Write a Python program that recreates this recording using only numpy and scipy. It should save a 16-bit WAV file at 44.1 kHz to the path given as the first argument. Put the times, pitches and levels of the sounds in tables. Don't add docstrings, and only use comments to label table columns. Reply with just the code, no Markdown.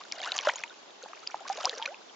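import sys
import numpy as np
from scipy import signal
from scipy.fft import rfft, irfft, next_fast_len
from scipy.io import wavfile
from scipy.ndimage import uniform_filter1d, map_coordinates

SR = 44100
rng = np.random.default_rng(int(sys.argv[2]) if len(sys.argv) > 2 else 0)


def decibels_to_gain(level_db):
    exponent = np.asarray(level_db, float) / 20
    return 10 ** exponent


def pcm_store(signal):
    levels = np.round(np.clip(np.atleast_2d(signal), -1, 1) * 32767)
    wavfile.write(sys.argv[1], SR, levels.astype(np.int16).T)


N = 94815


def unit(x):
    return x / np.sqrt(np.mean(x ** 2) + 1e-20)


def along(points, hz):
    f, v = np.transpose(points)
    return np.interp(np.log(hz + 1), np.log(f + 1), v)


def filtered(x, response):
    m = next_fast_len(N + 8192)
    spectrum = rfft(x, m) * response(np.fft.rfftfreq(m, 1 / SR))
    return irfft(spectrum, m)[..., :N]


def rush(spectrum, alike, patchy_db):
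    noise = signal.stft(rng.standard_normal((2, N)), nperseg=256)[2]
    patches = uniform_filter1d(rng.standard_normal(noise.shape[1:]), size=4, axis=0)
    patches = uniform_filter1d(patches, size=5, axis=1)
    pair = signal.istft(noise * decibels_to_gain(patchy_db * unit(patches)), nperseg=256)[1][:, :N]

    def mid_and_side(hz):
        angle = np.arccos(np.clip(along(alike, hz), -1, 1)) / 2
        return decibels_to_gain(along(spectrum, hz)) * [np.cos(angle), np.sin(angle)]

    mid, side = filtered(pair, mid_and_side)
    return unit(np.array([mid + side, mid - side]))


def bubbles(s, db, hz, last_hz, length, spread_db, lag_s):
    fade_db, climb_shape = 13, 1.56
    waver_db, waver_s = 2.4, 0.003
    pitch = hz[:, None]
    t = np.arange(int(length.max() * SR) + 2) / SR
    age = np.minimum(t / length[:, None], 1)
    at = np.round(s * SR).astype(int)[:, None] + np.arange(len(t))

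    waver = map_coordinates(rng.standard_normal(4096), [(at / SR / waver_s + pitch / 4) % 4000], order=1)
    phase = 2 * np.pi * np.cumsum(pitch * (last_hz / hz)[:, None] ** (age ** climb_shape), 1) / SR
    onset = np.minimum(1, 2 * t * pitch)
    release = np.minimum(3 * (1 - age), 1)
    ring = decibels_to_gain(db[:, None] - fade_db * age + waver_db * waver) * onset * release

    place = rng.standard_normal((len(s), 2))
    sides = []
    for sign in (1, -1):
        gain = decibels_to_gain(sign * spread_db * place[:, :1])
        lag = sign * 2 * np.pi * pitch * lag_s * place[:, 1:]
        voices = ring * gain * np.sin(phase + lag)
        sides.append(np.bincount(at.ravel(), voices.ravel(), N + len(t))[:N])
    return np.array(sides)


def wind():
    # frequency_hz [Hz], density_db [dB per Hz]
    wind_spectrum = [(25, -30.5), (150, -4), (350, 2), (900, -1), (1900, -12.5), (3500, -13.5), (7700, -23),
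                     (8000, -55)]
    # frequency_hz [Hz], likeness [-1 to 1]
    wind_likeness = [(100, 0.16), (1000, 0.077)]
    return decibels_to_gain(-49) * rush(wind_spectrum, wind_likeness, patchy_db=1.7)


def stirring():
    # time_s [s], stirring_db [dB]
    stir_course = [(0, 4), (.14, 5), (.19, 12.5), (.44, 13), (.49, 18), (.52, 10), (.62, 5), (.78, 0),
                   (1.0, 0), (1.041, 3), (1.281, 2.5), (1.31, 6), (1.44, 5.5), (1.49, 10), (1.66, 13),
                   (1.72, 8), (1.87, 9), (1.959, 0)]
    s, db = np.transpose(stir_course)
    return np.interp(np.arange(N) / SR, s, db)


def clumps():
    clump_db, clump_s = 4, 0.004
    return clump_db * map_coordinates(rng.standard_normal(512), [np.arange(N) / SR / clump_s], order=1)


def swarm(count, db, hz, octaves, cycles, rise, burst_db):
    grows, scatter_db = 0.6, 4.3
    stir = stirring()
    draw = rng.random((count, 5))
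    share = np.cumsum((decibels_to_gain(stir) - 0.9) * decibels_to_gain(2 * burst_db))
    s = np.interp(draw[:, 0], share / share[-1], np.arange(N)) / SR
    pitch = np.clip(hz * 2 ** (octaves * (2 * draw[:, 1] - 1)), 200, 8000)
    level = db + grows * stir[(s * SR).astype(int)] - scatter_db * np.log(draw[:, 2] + 0.03)
    last_pitch = pitch * (1 + rise * draw[:, 3])
    life = cycles * (0.4 + 1.6 * draw[:, 4] ** 2) / pitch
    return bubbles(s, level, pitch, last_pitch, life, spread_db=1.1, lag_s=6e-6)


def spray(burst_db):
    # frequency_hz [Hz], density_db [dB per Hz]
    spray_spectrum = [(250, -12), (700, -11), (3000, 10), (8000, -16.5)]
    gain = decibels_to_gain(-67 + burst_db / 2) * (decibels_to_gain(stirring()) - 1)
    return gain * rush(spray_spectrum, [(500, 0.46)], patchy_db=4.5)


def slosh():
    burst_db = clumps()
    burble = swarm(count=600, db=-55.5, hz=916, octaves=0.8, cycles=8.44, rise=0.4, burst_db=burst_db / 2)
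    fizz = swarm(count=2200, db=-59, hz=3557, octaves=1.2, cycles=8.16, rise=0.24, burst_db=burst_db)
    return burble + fizz + spray(burst_db)


def gulps():
    # start_s [s], level_db [dB peak], pitch_hz [Hz], last_pitch_hz [Hz], length_s [s]
    first_gulps = [(0.008, -36, 1050, 1400, 0.019), (0.2395, -39, 910, 1280, 0.031),
                   (0.261, -22.5, 1142, 1535.0, 0.003), (0.2728, -29.5, 1407, 2110, 0.024),
                   (0.308, -34, 1390, 1730, 0.0081), (0.322, -32.5, 738, 755, 0.018),
                   (0.3546, -32, 687, 1060, 0.015), (0.451, -29.5, 1000, 1230, 0.032),
                   (0.4667, -36, 706, 860, 0.01), (0.4712, -13.5, 1370, 1770, 0.0032),
                   (0.4713, -11, 591.5, 604, 0.017), (0.4849, -18.5, 1330, 2750, 0.021),
                   (0.4917, -17.5, 895, 1155, 0.0085), (0.6375, -19, 1910, 3450, 0.0017),
                   (0.6394, -39, 912, 1080, 0.038)]
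    second_gulps = [(1.0598, -32, 802, 900, 0.011), (1.133, -27, 1120, 1380, 0.0045),
                    (1.3437, -15.5, 826, 820, 0.0042), (1.4992, -20, 774.7, 810, 0.028),
                    (1.578, -27, 568, 790, 0.0196), (1.6037, -32.5, 1202, 1480, 0.023),
                    (1.6398, -26, 660, 1330, 0.022), (1.645, -18.5, 679, 973, 0.0211),
                    (1.6524, -23, 898, 1460, 0.0167), (1.6658, -23.5, 986, 1870, 0.017),
                    (1.672, -29.5, 508, 588, 0.0305), (1.729, -30, 1684, 2230, 0.01),
                    (1.7299, -29.5, 460, 426, 0.023), (1.785, -33, 488, 520, 0.023),
                    (1.797, -30.5, 863, 950, 0.018), (1.817, -30, 891, 1015, 0.037),
                    (1.856, -16, 2095, 2835.0, 0.00097), (1.876, -32, 527.5, 1188, 0.075),
                    (1.8761, -32, 1440, 1600, 0.011)]
    # start_s [s], level_db [dB peak], pitch_hz [Hz], length_s [s]
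    faint_gulps = [(0.154, -48, 616, 0.0051), (0.198, -43, 1340, 0.012), (.217, -36.5, 2130, 0.0091),
                   (0.402, -33, 488, 0.01), (0.503, -29.5, 723, 0.0094), (0.705, -44, 1444, 0.029),
                   (1.692, -32, 501, 0.024), (1.021, -40.5, 1360, 0.0083), (1.033, -36, 490, 0.022),
                   (1.097, -41.5, 657, 0.03), (1.175, -36, 2140, 0.0024), (1.231, -41.5, 1250, 0.015),
                   (1.314, -37, 2263, 0.0052), (1.406, -37, 758, 0.03), (1.452, -35, 1044, 0.016),
                   (1.466, -34, 1480, 0.0055), (1.478, -40.5, 1165, 0.035), (1.554, -35.5, 435, 0.024),
                   (1.516, -36.5, 805, 0.029), (1.348, -34, 778, 0.023),
                   (0.13, -43, 1600, 0.011), (0.159, -36.5, 559, 0.0047), (0.169, -45, 1330, 0.011),
                   (0.18, -40.5, 1510, 0.011), (.244, -35.5, 1020, 0.0037), (0.251, -34, 663, 0.0063),
                   (.281, -29.5, 720, .006), (0.33, -32.5, 1370, 0.0048), (0.363, -34.5, 1100, 0.0091),
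                   (0.381, -28, 638, 0.0071), (0.411, -33, 1800, 0.0032), (0.432, -36, 1105, 0.0026),
                   (0.558, -31.5, 888, 0.0063), (1.3, -38, 1350, 0.0055), (1.365, -45, 1200, 0.017),
                   (1.5, -40.5, 1670, 0.0089), (1.574, -38, 970, .01), (1.582, -35.5, 1002, .014),
                   (1.776, -41, 1515, 0.016), (1.774, -29.5, 480, 0.011)]
    rise, low_cut_hz = 1.188, 260

    faint = [(s, db, hz, hz * rise, length) for s, db, hz, length in faint_gulps]
    rings = bubbles(*np.transpose(first_gulps + second_gulps + faint), spread_db=0.8, lag_s=3.6e-5)
    return filtered(rings, lambda hz: (1j * hz / (low_cut_hz + 1j * hz)) ** 2)


def drops():
    # start_s [s], level_db [dB peak], pitch_hz [Hz], length_s [s]
    first_drops = [(0.115, -36, 3115, 0.0059), (0.1228, -19.5, 4980, 0.00082),
                   (0.1243, -31.5, 2250, 0.0044), (0.2027, -35.5, 3163, 0.0065),
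                   (0.231, -30.5, 3496, 0.0035), (0.2465, -20.5, 3300, 0.00091),
                   (0.3191, -21, 3820, 0.0019), (0.366, -25, 2892.0, 0.0019), (0.368, -22.5, 6030, 0.00078),
                   (0.38, -10, 4570, 0.00029), (0.3888, -18.5, 3050, 0.0019), (0.487, -17.5, 4970, 0.00036),
                   (0.4895, -20, 3060, 0.0035), (0.496, -21, 2164, 0.0026)]
    second_drops = [(1.0274, -40, 6410, 0.0021), (1.0322, -43, 4110, 0.0034), (1.0386, -35.5, 4030, 0.001),
                    (1.2738, -22.5, 4800, 0.0026), (1.494, -29.5, 5580, 0.00038),
                    (1.5734, -37, 3710, 0.0012), (1.648, -19, 3060, 0.0008), (1.655, -14, 5110, 0.00085),
                    (1.695, -20, 3700, 0.0009), (1.825, -23, 3155, 0.0033), (1.83, -25, 2965, 0.00078),
                    (1.8587, -30.5, 4060, 0.003), (1.8593, -24, 2385, 0.0058), (2.0965, -48, 3110, 0.0071)]
    # start_s [s], level_db [dB peak], pitch_hz [Hz],
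    # length_s [s]
    further_drops = [(0.0374, -35, 3790, 0.0014), (0.3414, -35.5, 4490, 0.0038),
                     (0.3203, -24.5, 2810, 0.0032), (0.537, -34, 5700, 0.0022), (0.558, -35, 6660, 0.009),
                     (.6366, -25, 2430, 0.0049), (0.697, -38.5, 3615, 0.0027), (0.906, -44.5, 3440, 0.0021),
                     (1.094, -49, 4140, 0.0018), (1.484, -22.5, 3530, 0.0004), (1.641, -30, 7360, 0.001),
                     (1.701, -33, 3320, 0.0037), (1.7516, -38.5, 5420, 0.0035), (1.782, -30.5, 5500, 0.001),
                     (1.859, -34, 6040, 0.0018), (1.944, -38, 2575, 0.0034),
                     (0.167, -43, 3540, 0.0032), (.1836, -38, 4640, 0.0025), (0.193, -33.5, 3500, 0.0012),
                     (.2165, -30, 4500, .001), (0.237, -34, 2800, 0.0079), (0.2894, -32, 2800, .005),
                     (0.294, -37, 3900, 0.0033), (0.3633, -30.5, 6400, 0.0013), (0.375, -36, 4600, .003),
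                     (0.388, -31, 5000, 0.00085), (0.4, -34, 2250, 0.0053), (0.41, -33.5, 5700, 0.0028),
                     (0.44, -38, 2890, 0.0033), (0.449, -37.5, 4900, 0.0022), (0.463, -33.5, 2930, .004),
                     (.557, -37, 3000, 0.0035), (.591, -37.5, 5600, 0.0017), (0.597, -43, 2500, 0.0028),
                     (0.605, -40.5, 5200, 0.0014), (0.637, -37.5, 6500, 0.0012), (1.2684, -34, 2910, .003),
                     (1.2725, -25, 2900, .001), (1.309, -42, 5700, 0.0027), (1.4804, -30.5, 6000, 0.00041),
                     (1.5235, -42, 2820, .004), (1.528, -44.5, 6700, 0.002), (1.587, -46, 3300, 0.0019),
                     (1.605, -32.5, 3400, 0.0015), (1.61, -35.5, 5000, 0.0017), (1.6426, -29.5, 2800, .002),
                     (1.675, -40, 3300, 0.0037), (1.773, -43, 3400, 0.001), (1.778, -41, 4300, .004),
                     (1.817, -36, 3300, 0.00216), (1.922, -55, 3180, 0.0016)]
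    rise, splinter_db, splinter_t60_s = 1.064, -8.5, 0.015

    s, db, hz, length = np.transpose(first_drops + second_drops + further_drops)
    pings = bubbles(s, db, hz, hz * rise, length, spread_db=0.4, lag_s=6e-6)
    t = np.arange(SR // 50) / SR
    tail = rng.standard_normal(len(t)) * decibels_to_gain(-60 * t / splinter_t60_s)
    tail = tail / np.linalg.norm(tail)
    splinters = signal.fftconvolve(pings, tail[None], axes=1)[:, :N]
    return pings + decibels_to_gain(splinter_db) * splinters


def scene():
    return wind() + slosh() + gulps() + drops()


def band_limit(x):
    return signal.sosfilt(signal.butter(12, 9000, fs=SR, output="sos"), x)


def record(dry):
    # frequency_hz [Hz], gain_db [dB]
    camera_response = [(25, -30), (120, -18), (300, -7), (7000, 5), (7700, -6.5), (7950, -19), (8600, -11),
                       (9300, -28), (10000, -75)]
    x = filtered(dry, lambda hz: decibels_to_gain(along(camera_response, hz)))
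    hiss = decibels_to_gain(-99) * rng.standard_normal(x.shape)
    return band_limit(x + hiss)


dry = scene()
out = record(dry)
pcm_store(out)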